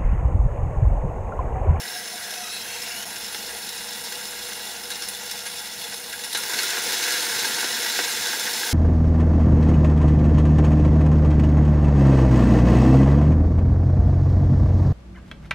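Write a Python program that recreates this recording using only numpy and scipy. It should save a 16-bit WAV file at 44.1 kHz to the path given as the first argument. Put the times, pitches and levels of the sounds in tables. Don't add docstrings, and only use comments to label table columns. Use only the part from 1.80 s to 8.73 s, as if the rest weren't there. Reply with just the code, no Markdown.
import sys
import numpy as np
from scipy import signal
from scipy.fft import rfft, irfft, next_fast_len
from scipy.io import wavfile
from scipy.ndimage import uniform_filter1d

SR = 44100
rng = np.random.default_rng(int(sys.argv[2]) if len(sys.argv) > 2 else 0)


def master(y):
    cut = np.clip(np.atleast_2d(y).T, -1, 1)
    pcm = np.round(cut * 32767)
    wavfile.write(sys.argv[1], SR, pcm.astype(np.int16))


N = 305613
T = np.arange(N) / SR


def amp(db):
    return 10 ** (np.asarray(db) / 20)


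def rms_one(x):
    return x / np.sqrt(np.mean(x ** 2) + 1e-20)


def in_time(rows):
    time_s, *columns = np.transpose(rows)
    return [np.interp(T, time_s, column) for column in columns]


def drift(rate_hz):
    r = np.exp(-80 * np.pi * rate_hz / SR)
    coarse = rng.standard_normal(N // 40 + 2002)
    slow = signal.lfilter([1], [1, -2 * r, r * r], coarse)[2000:]
    return np.interp(np.arange(N) / 40, np.arange(len(slow)), rms_one(slow))


def wavering_tone(level_db, phase):
    return np.sqrt(2) * amp(level_db) * np.sin(phase)


def colour(x, spectrum, hollows=()):
    size = next_fast_len(N)
    hz = np.maximum(np.arange(size // 2 + 1) * SR / size, 1)
    points = np.array(spectrum)
    db = np.interp(np.log(hz), np.log(points[:, 0]), points[:, 1])
    for at_hz, width_hz, depth_db in hollows:
        db = db + depth_db * np.exp(-(2 * (hz - at_hz) / width_hz) ** 2)
    return irfft(rfft(x, size) * amp(db), size)[:N]


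def resonance(x, hz, width_hz):
    r = np.exp(-np.pi * width_hz / SR)
    poles = [1, -2 * r * np.cos(2 * np.pi * hz / SR), r * r]
    return signal.lfilter(np.array([1, 0, -1]) * (1 - r * r) / 2, poles, x)


STEP_CLOSER_S, FEED_OPENS_S = (.68, 1.3), (4.45, 4.75)
TREBLE_TURNS_S = (1.45, 1.7)


def by_state(far, close, full, step_s=STEP_CLOSER_S):
    return np.interp(T, list(step_s) + list(FEED_OPENS_S), [far, close, close, full])


# pitch_hz, relative level_db per Hz
RATTLE = [(150, -40), (250, 0), (399, -6.5), (483, 3), (574, -6.5), (855, -5), (1190, -5), (1620, 4.5),
          (3140, -1.5), (3420, -3), (4830, -3), (5270, -4.5), (7990, -4), (10700, -2), (15700, 4)]
# pitch_hz, width_hz, gain_db
HOLLOWS = [(1270, 92, -0.5), (2420, 220, -1), (3107, 113, -6), (3710, 140, -1), (7980, 1360, -4),
           (8600, 140, 0), (10100, 120, -4), (12900, 500, -2), (13550, 250, -3), (15400, 400, -1)]


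def stream_of_blows(per_s, spread_db, hiss):
    force = amp(spread_db * np.minimum(rng.exponential(1, N), 5)) * rng.choice([-1, 1], N)
    hits = force * (rng.random(N) < per_s / SR)
    blows = rms_one(rms_one(hits) + hiss * rng.standard_normal(N))
    return colour(blows, RATTLE, HOLLOWS)


REGISTERS_HZ = [280, 1200, 3100, 7800, 11600, 17000]
# time_s, load_db
LOAD = [(0, 0), (.45, -1.5), (.75, -1), (1.6, 0.5), (3.0, 0), (4.45, -0.5), (4.6, 3), (4.75, 6.5), (4.9, 6),
        (5.05, 7), (5.2, 8), (5.4, 8.5), (5.47, 6.5), (5.55, 8), (5.9, 7), (5.98, 7), (6.2, 7.5),
        (6.3, 7.5), (6.45, 6.5), (6.55, 6), (6.7, 7), (6.93, 6.5)]
# level_db from further back, level_db close
ROAR_FAR_DB = [-44.5, -39, -35.5, -41.5, -45.5]
ROAR_CLOSE_DB = [-45, -42.5, -36.5, -41.5, -45.5]
ROAR_FOLLOWS = [0.91, 1.36, 1.134, 0.75, 0.91]
STEEL_HZ = [390, 482, 712, 840, 905, 1420, 1520, 1636, 1796, 1944, 2100, 2206, 2525, 2815, 3515, 3909, 4317,
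            4578, 5150, 5302, 5490, 5943, 6280, 7140, 7270, 8600, 9560, 9780, 10220, 10380, 10922, 11060,
            11850, 12150, 12370, 13180, 13780, 14500]
STEEL_WIDTH_HZ = [38.4, 46.3, 95, 36, 84.6, 30.2, 44, 74, 22, 37, 92, 37, 51, 130, 68, 246, 55, 35, 75.4,
                  95, 87, 32, 160, 60, 69.6, 300, 90, 120, 110, 90, 60, 70, 200, 50, 45, 45, 50, 400]
# far_db, close_db, full_db (drum full of corn)
STEEL_DB = [
    [1.5, -3, 10.7, 1.9, 2.5, 4.9, 5.8, 9.4, 1.5, 12, 1.5, 1.1, 3.1, 5.1, 0.81, 4.3, 3.8, 1.3, 2.8, 12.4,
     2.4, 4.2, 2, 6, 1.2, -18, 0, 7, 5.7, 5, -8, 2, 0, -5, -5, 0, 0, -4],
    [1.5, 0, 5.9, 12.4, 5.4, 9.4, 1.6, 4.7, 1.3, 6.8, 3.1, 1.5, 4, 6.3, 6.8, 3.2, 5.3, 2.5, 6, 7.9, 2.6,
     1.5, 0.71, 6.5, 3.2, 2, 5, 6.5, 6.6, 7, 10, 4, -3, 4, 2, 6, 6, 1],
    [5, 0.5, 1.7, 0.5, 10, 7.5, 6.2, 7.3, 5.5, 6.3, 2.9, 2.4, 1.6, 0.41, 5.9, 1.9, 2.7, 3.2, 1, 7.2, 2, 2.5,
     1.2, 2.4, 4.4, 1, -2, 3, 1, 2, 2, 2, -1, -4, 4, 2, -2, 2],
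]
SWEEP_HZ, SWEEP_DB = 49.75, .65


def mill(surge_db):
    phase = 2 * np.pi * SWEEP_HZ * T + .3 * drift(1)
    sweep = np.cos(phase) + .5 * np.cos(2 * phase) + .12 * np.cos(3 * phase)
    surge = surge_db * drift(30) + SWEEP_DB * sweep
    stream = stream_of_blows(per_s=5000, spread_db=3.5, hiss=1.3)
    load_db, cracks = in_time(LOAD)[0], all_cracks()
    out = np.zeros(N)
    for k, (far, close, share) in enumerate(zip(ROAR_FAR_DB, ROAR_CLOSE_DB, ROAR_FOLLOWS)):
        low, high = REGISTERS_HZ[k:k + 2]
        level_db = by_state(far, close, close) + share * load_db
        steady = amp(2 * (level_db + surge + .96 * drift(20.3)))
        power = steady + crack_power(cracks, k)
        sound = np.sqrt(power) * stream
        step_s = TREBLE_TURNS_S if k > 2 else STEP_CLOSER_S
        for hz, width_hz, far_db, close_db, full_db in zip(STEEL_HZ, STEEL_WIDTH_HZ, *STEEL_DB):
            if low <= hz < high:
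                mode_db = by_state(far_db, close_db, full_db, step_s)
                flicker = amp(4.5 * drift(16) + 1.5 * drift(1.5))
                drive = steady * flicker + crack_power(cracks, k, mode_hz=hz, favour_db=12.5)
                sound += amp(mode_db) * resonance(np.sqrt(drive) * stream, hz, width_hz)
        band = signal.sosfilt(signal.butter(4, [low, high], "band", fs=SR, output="sos"), sound)
        wanted = uniform_filter1d(power, size=SR // 2)
        present = uniform_filter1d(band ** 2, size=SR // 2)
        out += band * np.sqrt(wanted / present)
    return out


HUM_HZ = [100, 192.8, 199.96, 217.65, 224.8, 232.1, 242.5, 256.9, 323, 463, 646, 705, 722, 770, 1944, 2787,
          2810, 5040]
# far_db, close_db, full_db (under load)
HUM_DB = [
    [-67, -59.5, -65, -60, -67, -71, -74, -76, -78, -60, -61, -63, -58, -72, -67, -70, -72, -73],
    [-70, -58.5, -61.5, -60, -65, -73, -76, -67, -68, -58, -61, -67, -64, -63, -56.5, -60, -57, -77],
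    [-77, -68.5, -63, -68, -62.5, -66, -64, -60.5, -57, -54, -59, -55, -54.5, -66, -51, -66, -73, -50],
]
HUM_WAVER_DB = [2.5, 1, 1, 1, 1, 1, 1, 1, 3, 3, 4, 3, 3, 3,  3, 3, 3, 3, 3]
# time_s, level_db
WHINE = [(0, -57), (.3, -62), (.8, -56), (1.1, -51), (1.25, -62), (1.55, -54), (1.9, -58), (2.2, -54),
         (2.7, -51), (2.85, -62), (3.05, -51), (3.75, -52), (3.9, -61), (4.2, -55), (4.5, -56), (4.7, -66),
         (6.93, -66)]
# time_s, level_db
LOW_HUM = [(0, -72), (.25, -72), (1.2, -68), (1.4, -64.5), (3.65, -64), (4.0, -73), (6.93, -78)]
# pitch_hz, relative level_db per Hz
RUMBLE = [(12, -48), (20, -21), (65, -12.5), (140, -7), (199, -5), (227, 0), (283, -11.5), (330, -42),
          (430, -79), (730, -120)]
# time_s, tones_db, rumble_db
MOTOR_SWELL = [(0, -1, 0), (1.1, -2, 3.5), (1.9, -1.5, 2), (2.4, -1.5, 2), (3.7, -2.5, 1.5), (4.2, -1.5, 6),
               (5.0, -4, -1), (5.8, 1.5, 0), (6.4, -0.5, 0), (6.93, -0.5, 0)]
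WHINE_HZ, LOW_HUM_HZ = 488.5, 61
RUMBLE_DB, RUMBLE_FOLLOWS = -59.5, .88
THROB_PEAK_S = .07


def motor():
    tones_swell_db, rumble_swell_db = in_time(MOTOR_SWELL)
    wander = .5 * drift(2)
    tones = np.zeros(N)
    for hz, waver_db, *state_db in zip(HUM_HZ, HUM_WAVER_DB, *HUM_DB):
        level_db = by_state(*state_db) + waver_db * drift(4.3)
        phase = 2 * np.pi * hz * (T - THROB_PEAK_S) + wander + .087 * waver_db * drift(5.1)
        tones += wavering_tone(level_db, phase)
    whine_phase = 2 * np.pi * WHINE_HZ * T + wander + .5 * drift(9)
    whine = wavering_tone(in_time(WHINE)[0] + 1.3 * drift(11), whine_phase)
    deep_phase = 2 * np.pi * LOW_HUM_HZ * T + .69 * drift(2.5)
    deep = wavering_tone(in_time(LOW_HUM)[0] + 2.5 * drift(6), deep_phase)
    lumps_db = 2.5 * drift(16)
    rumble_db = RUMBLE_DB + RUMBLE_FOLLOWS * in_time(LOAD)[0] + rumble_swell_db + lumps_db
    rumble = rms_one(colour(rng.standard_normal(N), RUMBLE)) * amp(rumble_db)
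    return amp(tones_swell_db) * tones + whine + deep + rumble


def gliding_noise(white, hz, width_hz):
    n = len(hz)
    low_pass = signal.butter(2, width_hz / 2, fs=SR, output="sos")
    swing = signal.sosfilt(low_pass, white)[:, -n:]
    turn = 2 * np.pi * np.cumsum(hz) / SR
    return rms_one(swing[0] * np.cos(turn) + swing[1] * np.sin(turn))


# start_s, end_s, from_hz, to_hz, width_hz, level_db
PASSING_RINGS = [(0.23, .48, 10000, 9200, 200, -46), (0, .76, 722, 717, 14, -47.5),
                 (.08, .22, 718, 722, 20, -47), (.28, .42, 730, 715, 40, -48),
                 (.56, .72, 720, 705, 40, -44.5), (.8, 1.4, 720, 700, 55, -50.5),
                 (.1, 0.43, 6700, 5900, 400, -50), (.42, .62, 11800, 11760, 330, -52),
                 (.45, 0.8, 5900, 6100, 200, -45), (.62, 0.72, 1300, 1330, 140, -43),
                 (0.56, 1.1, 3300, 3200, 200, -46.5), (0.61, 0.86, 3870, 4030, 160, -39),
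                 (.7, 0.83, 4300, 4400, 350, -42), (.6, .85, 8300, 7800, 650, -47),
                 (.7, 0.77, 10500, 9900, 400, -40.5), (.88, 1.2, 2200, 2200, 450, -42.5),
                 (.82, 1.03, 6100, 6200, 180, -44), (0.9, 1.1, 7400, 8400, 800, -47),
                 (.93, 1.34, 7200, 6400, 300, -47), (.98, 1.05, 10600, 9700, 300, -50),
                 (1.12, 1.25, 11300, 11700, 500, -50), (1.0, 1.65, 11900, 11850, 250, -59),
                 (.85, 1.2, 13900, 13300, 800, -56), (1.3, 1.62, 11000, 9650, 350, -51),
                 (1.17, 1.3, 5950, 5300, 200, -45)]


def passing_rings():
    out = np.zeros(N)
    for start_s, end_s, from_hz, to_hz, width_hz, level_db in PASSING_RINGS:
        start = round(start_s * SR)
        n = round(end_s * SR) - start
        white = rng.standard_normal((2, SR))
        ring = gliding_noise(white, np.linspace(from_hz, to_hz, n), width_hz)
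        swell = np.sqrt(np.sin(np.pi * np.arange(n) / n))
        out[start:start + n] += amp(level_db) * swell * ring
    return out


CRACK_DB = [-31, -16.5, -11, -14.5, -21.5]
CRACK_RISE_S = .0013
SNAP_DB, SNAP_S = 2.5, .003
CRACK_HOME_DB = .5


def crack_power(cracks, register, mode_hz=None, favour_db=0):
    power = np.zeros(N)
    low, high = REGISTERS_HZ[register:register + 2]
    for start_s, level_db, ring_hz, bright_db, t60_s in cracks:
        start = round(start_s * SR)
        t = T[:round(t60_s * SR)]
        decay_db = -60 * t / t60_s + SNAP_DB * np.exp(-t / SNAP_S)
        shape = (1 - np.exp(-t / CRACK_RISE_S)) * amp(decay_db)
        tilt_db = bright_db * (register - 1.5)
        home_db = CRACK_HOME_DB * (low <= ring_hz < high)
        db = level_db + CRACK_DB[register] + tilt_db + home_db
        near = np.exp(-(np.log(mode_hz / ring_hz) / .05) ** 2) if mode_hz else 0
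        power[start:start + len(t)] += (amp(db + favour_db * near) * shape[:N - start]) ** 2
    return power


# start_s, level_db, ring_hz, brightness_db per register, t60_s
CRACKS = [(0.0353, -26, 5300, -3, 0.069), (0.2754, -24, 5300, -3, 0.085), (0.5043, -20, 5950, -1, 0.093),
          (0.5364, -20.5, 3820, -4, 0.071), (1.0181, -24, 5260, 2.5, 0.076), (1.2241, -18, 5930, -1, 0.048),
          (1.3574, -23, 5430, -4, 0.091), (1.545, -13.5, 3530, -8, 0.044), (1.8894, -21, 5150, 0, 0.081),
          (1.9774, -24.5, 5230, 0, 0.085), (2.2384, -25, 5310, 3.5, 0.049), (2.321, -20, 7140, -2, 0.07),
          (2.452, -24, 5300, -1, 0.062), (2.7184, -20, 1640, -4, 0.049), (3.1018, -18, 1670, 1, 0.085),
          (3.1134, -18.5, 3910, -4, 0.11), (3.2191, -20.5, 5300, -1.5, 0.2),
          (3.2844, -17.5, 9800, 1.5, 0.075), (3.5109, -17.5, 5560, 1, 0.09), (3.5414, -22, 4380, -4, 0.07),
          (3.6606, -19, 10900, -3, 0.14), (3.7824, -25, 5300, -0.5, 0.1), (4.0113, -22, 3500, 1, 0.071),
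          (4.04, -18, 3510, -3, 0.076), (4.1224, -21.5, 5300, -8, 0.094), (4.326, -18.5, 1640, -1, 0.098),
          (4.3904, -22, 1650, -2, 0.083), (4.435, -14.5, 2206, -3, 0.05), (4.442, -20.5, 5500, -1.5, 0.12),
          (4.497, -28, 2815, -3, 0.03), (4.527, -18.5, 3930, 2, 0.086), (4.5463, -10.5, 3910, -5, 0.13),
          (4.5704, -16, 1450, 1.5, 0.14), (4.6304, -15.5, 1740, -2, 0.085), (4.6934, -18, 4610, -1, 0.11),
          (4.733, -12, 1530, -4, 0.068), (4.7875, -9.5, 4320, -6, 0.068),
          (4.8305, -11.5, 1410, -0.5, 0.069), (4.9023, -13.5, 1460, -1.5, 0.076),
          (4.9314, -17.5, 5330, -11.5, 0.085), (4.9694, -16.5, 3770, -12, 0.091),
          (5.0884, -16.5, 1640, 1, 0.085), (5.1304, -18, 5480, 1, 0.078), (5.1674, -27, 3470, -1, 0.067),
          (5.1944, -27, 3930, 0, 0.085), (5.228, -17, 1640, -7, 0.06), (5.238, -15, 3700, 1, 0.05),
          (5.257, -16, 1640, -4, 0.06), (5.28, -15, 1640, -4, 0.1), (5.318, -14, 4317, -3, 0.08),
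          (5.3374, -14, 2190, -7, 0.069), (5.4924, -20, 1640, -6, 0.077), (5.5874, -17, 1640, -5, 0.056),
          (5.643, -10.5, 1630, -2.5, 0.059), (5.7, -24, 1000, -14, 0.08), (5.782, -14, 2850, -8, 0.11),
          (5.828, -18.5, 1520, -14, 0.077), (5.84, -21, 482, -15.5, 0.055), (5.8604, -21, 1660, -7, 0.085),
          (6.0194, -17, 1640, -2, 0.081), (6.058, -19, 1630, -12, 0.085), (6.1514, -21, 1660, 0, 0.11),
          (6.1873, -10.5, 1720, -11, 0.1), (6.2477, -21, 4290, -2, 0.085),
          (6.5304, -15.5, 1640, -11, 0.044), (6.667, -13, 1940, -9, 0.062), (6.7354, -18, 5270, -3, 0.068),
          (6.829, -15, 1630, -9, 0.054)]
SMALL_CRACKS_PER_S, SMALL_CRACK_DB, SMALL_T60_S = 14, -28, .05


def all_cracks():
    count = round(SMALL_CRACKS_PER_S * N / SR)
    small = random_cracks(count, 0, SMALL_CRACK_DB, SMALL_T60_S)
    return list(CRACKS) + small + splinters()


def random_cracks(count, from_s, base_db, t60_s):
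    draw = rng.random((count, 4))
    start_s = from_s + draw[:, 0] * (N / SR - from_s)
    load_db = np.interp(start_s, *np.transpose(LOAD))
    level_db = base_db + load_db + 3 * (2 * draw[:, 1] - 1)
    ring_hz = 1400 * 5.0 ** draw[:, 2]
    bright_db = 5 * draw[:, 3] - 4
    return list(zip(start_s, level_db, ring_hz, bright_db, np.full(count, t60_s)))


# time_s, pitch_hz, level_db
CLIMBING_RING = [(.3, 2540, -63.5), (.55, 2592, -52), (.7, 2600, -44), (.85, 2657, -46), (.96, 2685, -42),
                 (1.05, 2725, -47), (1.15, 2790, -40), (1.2, 2970, -43), (1.25, 3110, -45),
                 (1.28, 3150, -70)]


def climbing_ring():
    hz, level_db = in_time(CLIMBING_RING)
    ring = gliding_noise(rng.standard_normal((2, N)), hz, width_hz=150)
    return amp(level_db) * (T < CLIMBING_RING[-1][0]) * ring


def splinters():
    return random_cracks(170, FEED_OPENS_S[1], base_db=-27, t60_s=.025)


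def scene():
    ring_lumps = amp(1.5 * drift(15))
    rings = (passing_rings() + climbing_ring()) * ring_lumps
    heard = mill(surge_db=.29) + rings + motor()
    return np.stack([heard, heard])


# time_s, gain_db
STUTTER = [(1.2428, 0), (1.2432, -18), (1.2445, -18), (1.2452, 0), (1.2468, 0), (1.2472, -14), (1.250, -9),
           (1.256, 0)]
PEAK_TOP, CUTOFF_HZ = .4, 15730


def record(dry):
    dipped = dry * amp(in_time(STUTTER)[0])
    rounded = PEAK_TOP * np.tanh(dipped / PEAK_TOP)
    top_cut = signal.ellip(14, .5, 75, CUTOFF_HZ, fs=SR, output="sos")
    return signal.sosfilt(top_cut, rounded)


dry = scene()
out = record(dry)
master(out)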